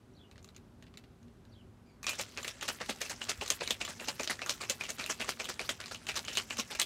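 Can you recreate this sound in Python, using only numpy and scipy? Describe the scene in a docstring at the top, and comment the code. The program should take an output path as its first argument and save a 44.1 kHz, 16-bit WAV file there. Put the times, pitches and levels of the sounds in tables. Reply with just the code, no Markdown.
"""Outdoors by a wall: ice cubes shift in a steel shaker, then are thrown end to end and back five times a second.
Each blow cracks, rings damped shell modes and the cube's own pitch, and sets off dying random bounces.
Each turn adds a swell of filtered clicks (clatter), a thump and a hiss of drink.
Behind: traffic rumble and hums from shaped noise, low wind, small birds as wavering sines."""
import sys
import numpy as np
from scipy import signal
from scipy.io import wavfile

SR = 44100
rng = np.random.default_rng(int(sys.argv[2]) if len(sys.argv) > 2 else 0)


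def transcribe(signal):
    """Save signal, clipped to [-1, 1], as a 16-bit WAV file at the path in sys.argv[1]."""
    frames = np.atleast_2d(signal).T
    limited = np.clip(frames, -1, 1)
    pcm = np.round(limited * 32767).astype(np.int16)
    wavfile.write(sys.argv[1], SR, pcm)


N = 302085


def from_db(db):
    """Amplitude gain of a level in dB."""
    return 10 ** (np.asarray(db) / 20)


def rms_one(x):
    """Scale to rms 1."""
    return x / np.sqrt(np.mean(x ** 2) + 1e-20)


def filtered(x, order, hz, kind):
    """Butterworth filter: low, high or band."""
    return signal.sosfilt(signal.butter(order, hz, kind, fs=SR, output="sos"), x)


def drift(rate_hz):
    """Random wander of rms 1: noise through two one-pole lowpasses, made at SR / 40 and interpolated."""
    pole = np.exp(-2 * np.pi * rate_hz * 40 / SR)
    noise = rng.standard_normal(N // 40 + 2002)
    slow = signal.lfilter([1], [1, -2 * pole, pole * pole], noise)[2000:]   # settled part
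    return np.interp(np.arange(N) / 40, np.arange(len(slow)), rms_one(slow))


def ring(clicks, hz, t60_s):
    """Two-pole resonator: a unit click starts a dying sine of height about 1."""
    radius = from_db(-60 / (t60_s * SR))
    angle = 2 * np.pi * hz / SR
    return signal.lfilter([0, np.sin(angle)], [1, -2 * radius * np.cos(angle), radius ** 2], clicks + 1e-18)


def fade(clicks, t60_s):
    """Envelope that jumps at each click and decays exponentially."""
    return signal.lfilter([1], [1, -from_db(-60 / (t60_s * SR))], clicks + 1e-18)


def grains(per_s, spread_db):
    """Random clicks of uneven size and sign; rms 1."""
    sizes = from_db(spread_db * np.minimum(rng.exponential(1, N), 4))
    signs = rng.choice([-1, 1], N)
    return rms_one(sizes * signs * (rng.random(N) < per_s / SR))


def banded(sources, spectrum, patchy_db, rate_hz):
    """Third-octave bands dealt in turn from two sources, each with its own level and flicker; rms 1."""
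    edges_hz = 25 * 2 ** np.arange(0, 9.5, 1 / 3)
    hz, density_db = np.transpose(spectrum)
    out = 0
    for k, (low_hz, high_hz) in enumerate(zip(edges_hz, edges_hz[1:])):
        band = filtered(sources[k % 2], 2, [low_hz, high_hz], "band")
        level_db = np.interp(np.log(low_hz * high_hz) / 2, np.log(hz), density_db)
        out = out + band * from_db(level_db + patchy_db * drift(rate_hz))
    return rms_one(out)


# relative spectrum of the rumble: pitch_hz, density_db [dB per Hz]
RUMBLE_SPECTRUM = [(26, -34), (45, -3.5), (228, -7), (299, -12), (363, -25), (513, -18), (818, -22),
                   (1550, -26.5), (1840, -31.5), (2410, -32), (12500, -45), (16000, -51)]
# far machinery: pitch_hz, width_hz, level_db
HUMS = [(102.5, 13.4, -64.5), (236.4, 5, -66.5), (488, 3.4, -91), (384, 27, -68.5)]
RUMBLE_DB = -59.5


def outdoors():
    """Distant traffic as shaped noise with a faint flicker; slowly wavering hums as noise through resonators."""
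    noises = rng.standard_normal((2, N))
    air = from_db(RUMBLE_DB) * banded(noises, RUMBLE_SPECTRUM, patchy_db=-0.5, rate_hz=9)
    for hz, width_hz, level_db in HUMS:
        hum = rms_one(ring(rng.standard_normal(N), hz, 1.64 / width_hz))
        air += from_db(level_db + 1.2 * drift(1.0)) * hum
    return air


# one low bump: centre_s, pitch_hz, half_length_s, peak_db
BUMP = (3.39, 68, .012, -41)
WIND_DB = -73.5


def wind():
    """Lumpy low gusts on the microphone as 42-75 Hz noise, and one short bump: a cosine in a bell envelope."""
    low = rms_one(filtered(rng.standard_normal(N), 2, [42, 75], "band"))
    centre_s, hz, half_length_s, peak_db = BUMP
    after_s = np.arange(N) / SR - centre_s
    bump = from_db(peak_db) * np.exp(-(after_s / half_length_s) ** 2) * np.cos(2 * np.pi * hz * after_s)
    return from_db(WIND_DB + 3.2 * drift(5.6)) * low + bump


def bird(call, overtones_db, warble):
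    """Harmonics on a pitch curve with a quick random waver in pitch and level, softly started and stopped."""
    s, hz, level_db = np.transpose(call)
    t = np.arange(N) / SR
    pitch_hz = np.interp(t, s, hz) * (1 + warble * drift(88.7))
    phase = 2 * np.pi * np.cumsum(pitch_hz) / SR
    edge = np.clip(np.minimum(t - s[0], s[-1] - t) / 0.0072, 0, 1)
    tone = sum(from_db(db) * np.sin((k + 1) * phase) for k, db in enumerate(overtones_db))
    return np.sqrt(2) * tone * edge * from_db(np.interp(t, s, level_db) + 4 * drift(150))


# zigzag falling chirp: after_start_s, pitch_hz
CHIRP_PITCH = [(0, 3500), (.019, 4800), (.033, 3700), (.04, 4150), (.048, 3100), (.058, 3400), (.085, 3250),
               (.1, 2800), (.122, 2900)]
CHIRP_DB, CHIRP_SWELL_DB, CHIRP_LOUDEST_S, CHIRP_HALF_S = -67, 7, 0.063, .065


def chirp(start_s, offset_db):
    """Time, pitch and level curve of one chirp, swelling towards its middle."""
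    s, hz = np.transpose(CHIRP_PITCH)
    below_peak_db = CHIRP_SWELL_DB * ((s - CHIRP_LOUDEST_S) / CHIRP_HALF_S) ** 2
    return np.transpose([start_s + s, hz, offset_db + CHIRP_DB - below_peak_db])


# chirps: start_s, offset_db
CHIRPS = [(0.147, 0), (1.505, -2.5)]
# thin note before each chirp: after_chirp_start_s, pitch_hz, level_db
LEAD_IN = [(-.017, 5650, -82), (-.008, 5750, -76), (0, 5700, -82)]
# fainter reedy call: time_s, pitch_hz, level_db
REEDY = [(1.85, 2450, -86), (1.9, 2300, -74), (1.98, 2240, -90)]
# harmonics of the reedy call, fundamental first: level_db
REEDY_OVERTONES_DB = [-2, -3, -11]
# smear of the far calls: lag_s, level_db
YARD_ECHOES = [(.011, -10), (.023, -13), (.037, -17)]


def birds():
    """Chirps with lead-in notes and one reedy call, smeared by yard echoes."""
    calls = bird(REEDY, REEDY_OVERTONES_DB, warble=.025)
    for start_s, offset_db in CHIRPS:
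        calls += bird(np.add(LEAD_IN, [start_s, 0, offset_db]), [0], warble=.01)
        calls += bird(chirp(start_s, offset_db), [0], warble=0.03)
    return calls + sum(from_db(db) * np.roll(calls, round(lag_s * SR)) for lag_s, db in YARD_ECHOES)


# distinct blows of ice on steel, before the mix gain:
# start_s, peak_db, brightness_db [relative to the peak], cube_pitch_hz
BLOWS = [(0.313, -41, -7, 2560), (0.358, -42, -22, 2040), (.38, -35.5, -24, 2230), (.428, -53, 2, 6100),
         (0.445, -40, -3, 6900), (.477, -47, -8, 2260), (0.489, -43, -7, 2080), (.548, -44, -13, 4530),
         (.564, -37.5, -5.5, 2580), (.825, -36.5, -12, 1640), (.867, -40, -25, 1930), (.94, -39, -19, 2310),
         (.973, -31, -9, 2180), (1.039, -43, -18, 2270), (1.23, -58, 0.5, 3970), (1.282, -48, -17, 1990),
         (1.452, -49.5, -7, 1630), (2.03, -35, 4, 5930), (2.043, -32, -3, 2410), (2.067, -17, -10, 5700),
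         (2.093, -24, 7.5, 2500), (2.196, -23, -19, 2300), (2.212, -27, 4, 6800), (2.292, -49, 4, 6800),
         (2.3744, -21.5, -19, 2510), (2.446, -21, -6.5, 2220), (2.479, -23.5, -1, 3640),
         (2.611, -25, -9, 2920), (2.627, -26.5, -1.5, 3380), (2.682, -19, -5, 3035),
         (2.803, -26.5, -16, 1730), (2.813, -21.5, -21, 2030), (2.898, -22.5, 0, 3850),
         (3.016, -20.5, -0.5, 2460), (3.053, -34, -1, 2730), (3.097, -31.5, 4, 1827),
         (3.216, -23.5, -33, 2900), (3.294, -18, -26, 6600), (3.412, -20.5, -32, 2860),
         (3.462, -27, -12, 6240), (3.479, -31.5, 8, 1710), (3.503, -14.5, 0.5, 3200),
         (3.609, -19.5, -20, 2590), (3.633, -29, -9, 3710), (3.659, -31, -7, 2960),
         (3.676, -23, -5.5, 2270), (3.707, -13.5, -1.5, 3470), (3.812, -18, -30, 2580),
         (3.85, -26.5, -2.5, 3360), (3.878, -32, -11, 1820), (3.998, -25.5, -28, 2600),
         (4.085, -22, -6, 2830), (4.196, -20.5, -26, 2450), (4.208, -33.5, 3.5, 2360),
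         (4.233, -24.5, -3, 5930), (4.275, -21.5, -13, 4670), (4.298, -20, -17, 2010),
         (4.392, -30, -11, 1980), (4.418, -19, -30, 2630), (4.462, -26, -1.5, 1450), (4.495, -11, -7, 5750),
         (4.61, -28, -19, 2280), (4.63, -27, -12, 2300), (4.698, -11.5, -2.5, 7020),
         (4.81, -21.5, -33, 2450), (4.837, -26, -6, 3100), (4.891, -26, -7, 2260), (4.904, -23.5, -1, 6770),
         (4.984, -33, -12, 7100), (4.997, -17.5, -28, 2510), (5.041, -31.5, -4, 3964),
         (5.062, -25, -1, 2730), (5.111, -26, 1.5, 6700), (5.213, -17, -16, 2700), (5.268, -38, -15, 6700),
         (5.2916, -24, 5.5, 5040), (5.4, -18.5, -31, 2560), (5.454, -28, -7, 3280),
         (5.489, -25.5, -23, 1900), (5.5942, -19, -23, 2460), (5.692, -17.5, -3, 3500),
         (5.802, -28.5, -20, 1570), (5.839, -31, -16, 2430), (5.881, -32, -22, 6700),
         (5.912, -26.5, -20, 1480), (5.946, -28, -8, 3070), (6.068, -25.5, -5.5, 3050),
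         (6.088, -13.5, -12.5, 2550), (6.156, -28, -9, 5500), (6.17, -26, -2, 3860), (6.25, -29, -6, 2960),
         (6.282, -19.5, -23, 2920), (6.314, -27.5, -18, 3060), (6.353, -22.5, -6, 4040),
         (6.372, -9.5, -8, 3020), (6.507, -23, -30, 2750), (6.571, -35, 3, 3320),
         (6.597, -21.5, -1.5, 2820), (6.75, -25.5, -7, 2660), (6.798, -9, -4.5, 7650),
         (6.816, -17.5, 1.5, 3510)]
# low knock relative to the peak; when swung it grows more slowly than the peak
KNOCK_DB, KNOCK_FOLLOWS, KNOCK_AT_REST_DB, KNOCK_SPREAD_DB = -14.5, 0.45, -15, 2.5
USUAL_PEAK_DB = -24
# stray cube after each throw to the cupped end
STRAY_DB, STRAY_SPREAD_DB, STRAY_BRIGHT_DB, STRAY_HZ = -34, 2.5, -6, 3200
STRAY_LAG_S, STRAY_SCATTER_S = .042, .01


def all_blows():
    """Distinct blows and randomly scattered strays, with knock levels relative to their peaks."""
    cupped_s = np.array(THROWS)[::2, 0]
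    luck = rng.standard_normal((4, len(cupped_s)))
    stray_s = cupped_s + STRAY_LAG_S + STRAY_SCATTER_S * luck[0]
    stray_db = STRAY_DB + STRAY_SPREAD_DB * luck[1]
    stray_bright_db = STRAY_BRIGHT_DB + 4 * luck[2]
    stray_hz = STRAY_HZ * np.exp(0.314 * luck[3])
    strays = np.transpose([stray_s, stray_db, stray_bright_db, stray_hz])
    s, peak_db, bright_db, cube_hz = np.vstack([strays, BLOWS]).T
    swung_db = KNOCK_DB + (KNOCK_FOLLOWS - 1) * (peak_db - USUAL_PEAK_DB)
    knock_db = np.where(s < 2, KNOCK_AT_REST_DB, swung_db) + KNOCK_SPREAD_DB * rng.standard_normal(len(s))
    return s, peak_db, knock_db, bright_db, cube_hz


# centres of the five colours of a blow (thud, knock, peak, bright, air): pitch_hz
COLOUR_HZ = [400, 1200, 3000, 6500, 13000]
# modes of the damped shell: pitch_hz, level_db [relative], t60_s
SHELL = [(255, -14, 0.045), (626, -8, 0.048), (1172, 1, 0.026), (1440, 4.5, 0.0059), (1876, -3.5, 0.011),
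         (2220, -19.5, 0.014), (2450, -21, .07), (2650, -24, .11), (2820, -20, .05), (2960, -22, .09),
         (3570, -14.5, 0.012), (3986, 0.5, 0.0061), (6510, 2, 0.0071), (7180, -9, 0.034), (9300, -26, 0.06)]
# one hand alone damps the shell less: time_s, extra_db [middle modes]
LOOSE_GRIP = [(2.03, 16), (2.12, 11), (2.35, 0)]
THUD_DB, AIR_DB = -1, -1   # thud relative to knock, air relative to bright
SNAP_DB, SNAP_AIR_DB = 9, -8   # first snap; its cut in the top band
BOUNCE_SPREAD_DB = 4.2
NEAR_DB = 12   # boost of shell modes near the cube's pitch
CUBE_AT_REST_DB = -7   # a cube that only shifts rings less


def ice(spread_db, crack_db, crack_t60_s, cube_db, cube_cycles, bounce_db, bounce_t60_s):
    """Every blow cracks, rings briefly at the cube's own pitch and strikes the shell; small bounces follow."""
    s, peak_db, knock_db, bright_db, cube_hz = all_blows()
    at = np.minimum((s * SR).astype(int), N - 1)
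    colours_db = peak_db + np.array([knock_db + THUD_DB, knock_db, 0 * s, bright_db, bright_db + AIR_DB])
    luck = rng.standard_normal((len(s), len(SHELL)))
    bounces = from_db(bounce_db) * np.array([grains(2000, BOUNCE_SPREAD_DB), grains(1800, BOUNCE_SPREAD_DB)])
    white = rng.standard_normal(N)
    place = np.arange(len(COLOUR_HZ))
    loose_db = np.interp(s, *np.transpose(LOOSE_GRIP), left=0)
    out = np.zeros(N)

    for k, (hz, level_db, t60_s) in enumerate(SHELL):
        mode_place = np.interp(np.log(hz), np.log(COLOUR_HZ), place)
        weights = np.clip(1 - abs(mode_place - place), 0, 1)   # between neighbouring colours
        near_db = NEAR_DB * np.exp(-(np.log(hz / cube_hz) / 0.025) ** 2)
        grip_db = loose_db * (k in (6, 7))
        blows = np.zeros(N)
        blows[at] = from_db(weights @ colours_db + level_db + spread_db * luck[:, k] + grip_db + near_db)
        out += ring(blows * (-1) ** k, hz, t60_s)

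    for start, db, hz in zip(at, peak_db, cube_hz):
        click = signal.unit_impulse(min(SR // 10, N - start))
        span = slice(start, start + len(click))
        struck = click + fade(click, bounce_t60_s) * bounces[0, span]
        rest_db = CUBE_AT_REST_DB if start < 2 * SR else 0
        out[span] += from_db(db + cube_db + rest_db) * ring(struck, hz, cube_cycles / hz)

    edges_hz = [250, 700, 2000, 4500, 9000, 14500]
    for k, (low_hz, high_hz, colour_db) in enumerate(zip(edges_hz, edges_hz[1:], colours_db)):
        blows = np.zeros(N)
        blows[at] = from_db(colour_db)
        crack = from_db(crack_db) * fade(blows, crack_t60_s) * white
        clatter = fade(blows, bounce_t60_s) * bounces[k % 2]
        snap = from_db(SNAP_DB + SNAP_AIR_DB * (k == 4)) * blows
        band = filtered(crack + clatter + snap, 2, [low_hz, high_hz], "band")
        out += band * np.sqrt(SR / 2 / (high_hz - low_hz))   # unit noise stays near rms 1
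    return out


# landings of ice and drink, cupped and bare end alternately, before the mix gain:
# peak_s, clatter_db, thump_db
THROWS = [(2.089, -36.5, -69), (2.202, -38, -35), (2.389, -43, -46), (2.483, -42.5, -51), (2.631, -41, -62),
          (2.7, -36.5, -38), (2.817, -46.5, -42), (2.903, -37, -32), (3.02, -39, -57), (3.114, -38.5, -47),
          (3.223, -44.5, -50), (3.304, -33.5, -45), (3.424, -41.5, -39), (3.517, -35.5, -56),
          (3.617, -43, -33), (3.714, -43.5, -38.5), (3.817, -42, -44.5), (3.901, -40, -46),
          (4.015, -46.5, -40), (4.092, -34.5, -40), (4.206, -39.5, -36), (4.313, -32, -34.5),
          (4.428, -47.5, -43), (4.505, -35, -53), (4.618, -40, -45), (4.708, -35.5, -42),
          (4.812, -43.5, -62), (4.902, -42, -50), (5.002, -37.5, -40), (5.109, -35, -45.5),
          (5.21, -38, -44), (5.293, -35, -44), (5.407, -39.5, -42), (5.503, -35.5, -57), (5.609, -38, -40),
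          (5.707, -40.5, -38), (5.813, -49.5, -71), (5.926, -45.5, -41.5), (6.091, -42, -51),
          (6.174, -33, -68), (6.29, -43.5, -56), (6.388, -35.5, -51), (6.514, -40.5, -56),
          (6.599, -35.5, -39), (6.717, -39, -57), (6.806, -36, -66)]
# cupped end, bare end: rise_s, brightness_db [relative], t60_s
ENDS = [(.012, -7, .2), (.014, -3, 0.1)]
# relative spectrum of the clatter: pitch_hz, density_db [dB per Hz]
SLOSH_SPECTRUM = [(290, -5), (500, -1.5), (586, 0.5), (718, -3), (1720, -0.5), (2890, -4), (4940, -2),
                  (6510, 0), (15100, -25.5), (16000, -31)]
# drink running between turns; its treble relative to it
TRICKLE_DB, TRICKLE_BRIGHT_DB, SHAKING_FROM_S = -55, -2, 2.03
TIN_DB = -10   # shell ring under the clatter
SPRAY_DB, SPRAY_HZ, SPRAY_T60_S = -19.5, 7900, 0.4   # hiss of drink, relative to the bright clatter
# single clacks standing out of the clatter
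TICKS_PER_S, TICK_DB, TICK_LOW_HZ, TICK_HIGH_HZ, TICK_CYCLES = 260, -3, 1400, 7500, 14


def throws():
    """At each turn the load lands: clatter swells and dies, the shell thumps and rings, drink hisses.
    The bare end answers brightly, the cupped end dully with more of the shell's middle ring."""
    t = np.arange(N) / SR
    dull = from_db(TRICKLE_DB) * (t > SHAKING_FROM_S)
    bright = dull * from_db(TRICKLE_BRIGHT_DB)
    thump, tin = np.zeros(N), np.zeros(N)
    for k, (peak_s, clatter_db, thump_db) in enumerate(THROWS):
        rise_s, bright_db, t60_s = ENDS[k % 2]
        near = slice(round((peak_s - .1) * SR), round((peak_s + 0.24) * SR))
        after_s = t[near] - peak_s
        shape_db = np.where(after_s < 0, -6 * abs(after_s / rise_s) ** 4, -60 * after_s / t60_s)
        dull[near] += from_db(clatter_db + shape_db)
        bright[near] += from_db(clatter_db + bright_db + 3.5 + shape_db)
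        tin[near] += from_db(clatter_db - 0.94 * bright_db + TIN_DB + shape_db)
        thump[near] += from_db(thump_db + 2.65 * shape_db)   # shorter than the clatter

    rattle = banded([grains(1800, 3.0), grains(1800, 1.95)], SLOSH_SPECTRUM, patchy_db=4.0, rate_hz=23.5)
    low = filtered(rattle, 3, 4500, "low")
    high = filtered(rattle, 3, 4500, "high")

    knocks = grains(800, 3.96)
    tin_knocks = tin * from_db(np.interp(t, *np.transpose(LOOSE_GRIP))) * knocks
    middle = sum(ring(tin_knocks, hz, t60_s) * np.sqrt(1 / (t60_s * SR)) for hz, _, t60_s in SHELL[6:10])
    lowest_hz, _, lowest_t60_s = SHELL[0]
    body = rms_one(filtered(knocks, 2, [190, 720], "band"))
    body = body + from_db(-4) * rms_one(ring(knocks, lowest_hz, lowest_t60_s))

    hiss = rms_one(filtered(rng.standard_normal(N), 2, SPRAY_HZ, "high"))
    lingering = fade(bright, SPRAY_T60_S) * np.log(1000) / (SPRAY_T60_S * SR)   # decay of unit area
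    spray = from_db(SPRAY_DB + 6.0 * drift(12)) * lingering * hiss

    clicks = grains(TICKS_PER_S, 4.6)
    cube = rng.integers(0, 9, N)   # each click rings two or three neighbouring pitches
    ticks = np.zeros(N)
    for k, hz in enumerate(np.geomspace(TICK_LOW_HZ, TICK_HIGH_HZ, num=9)):
        ticks += ring(clicks * (abs(cube - k) < 2), hz, TICK_CYCLES / hz) * np.sqrt(hz)
    ticks = from_db(TICK_DB) * bright * rms_one(ticks)
    return spray + ticks + dull * low + bright * high + middle + thump * rms_one(body)


def wall(x):
    """Direct sound plus dull echoes from the wall behind, the table and the ground."""
    dull = signal.lfilter([.6], [1, -.4], x)
    out = x.copy()
    for lag_s, level_db in [(.0035, -29), (.008, -27), (.014, -13)]:
        lag = round(lag_s * SR)
        out[lag:] += from_db(level_db) * dull[:N - lag]
    return out


def scene():
    """Shaker and birds with wall echoes, over rumble, hums and wind."""
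    blows = ice(spread_db=4.5, crack_db=-17, crack_t60_s=0.015, cube_db=-2, cube_cycles=13.9,
                bounce_db=-16.5, bounce_t60_s=0.098)
    shaker = filtered(from_db(-7.0) * blows + from_db(-2.5) * throws(), 2, 170, "high")
    return (wall(shaker + birds()) + outdoors() + wind())[None]


MIC_TOP_HZ, CUTOFF_HZ = 14500, 16500


def record(dry):
    """Roll off the deep bass, soften the top, then cut it steeply."""
    dry = filtered(dry, 4, 40, "high")
    dry = filtered(dry, 2, MIC_TOP_HZ, "low")
    return signal.sosfilt(signal.cheby2(14, 60, CUTOFF_HZ, fs=SR, output="sos"), dry)


dry = scene()
out = record(dry)
transcribe(out)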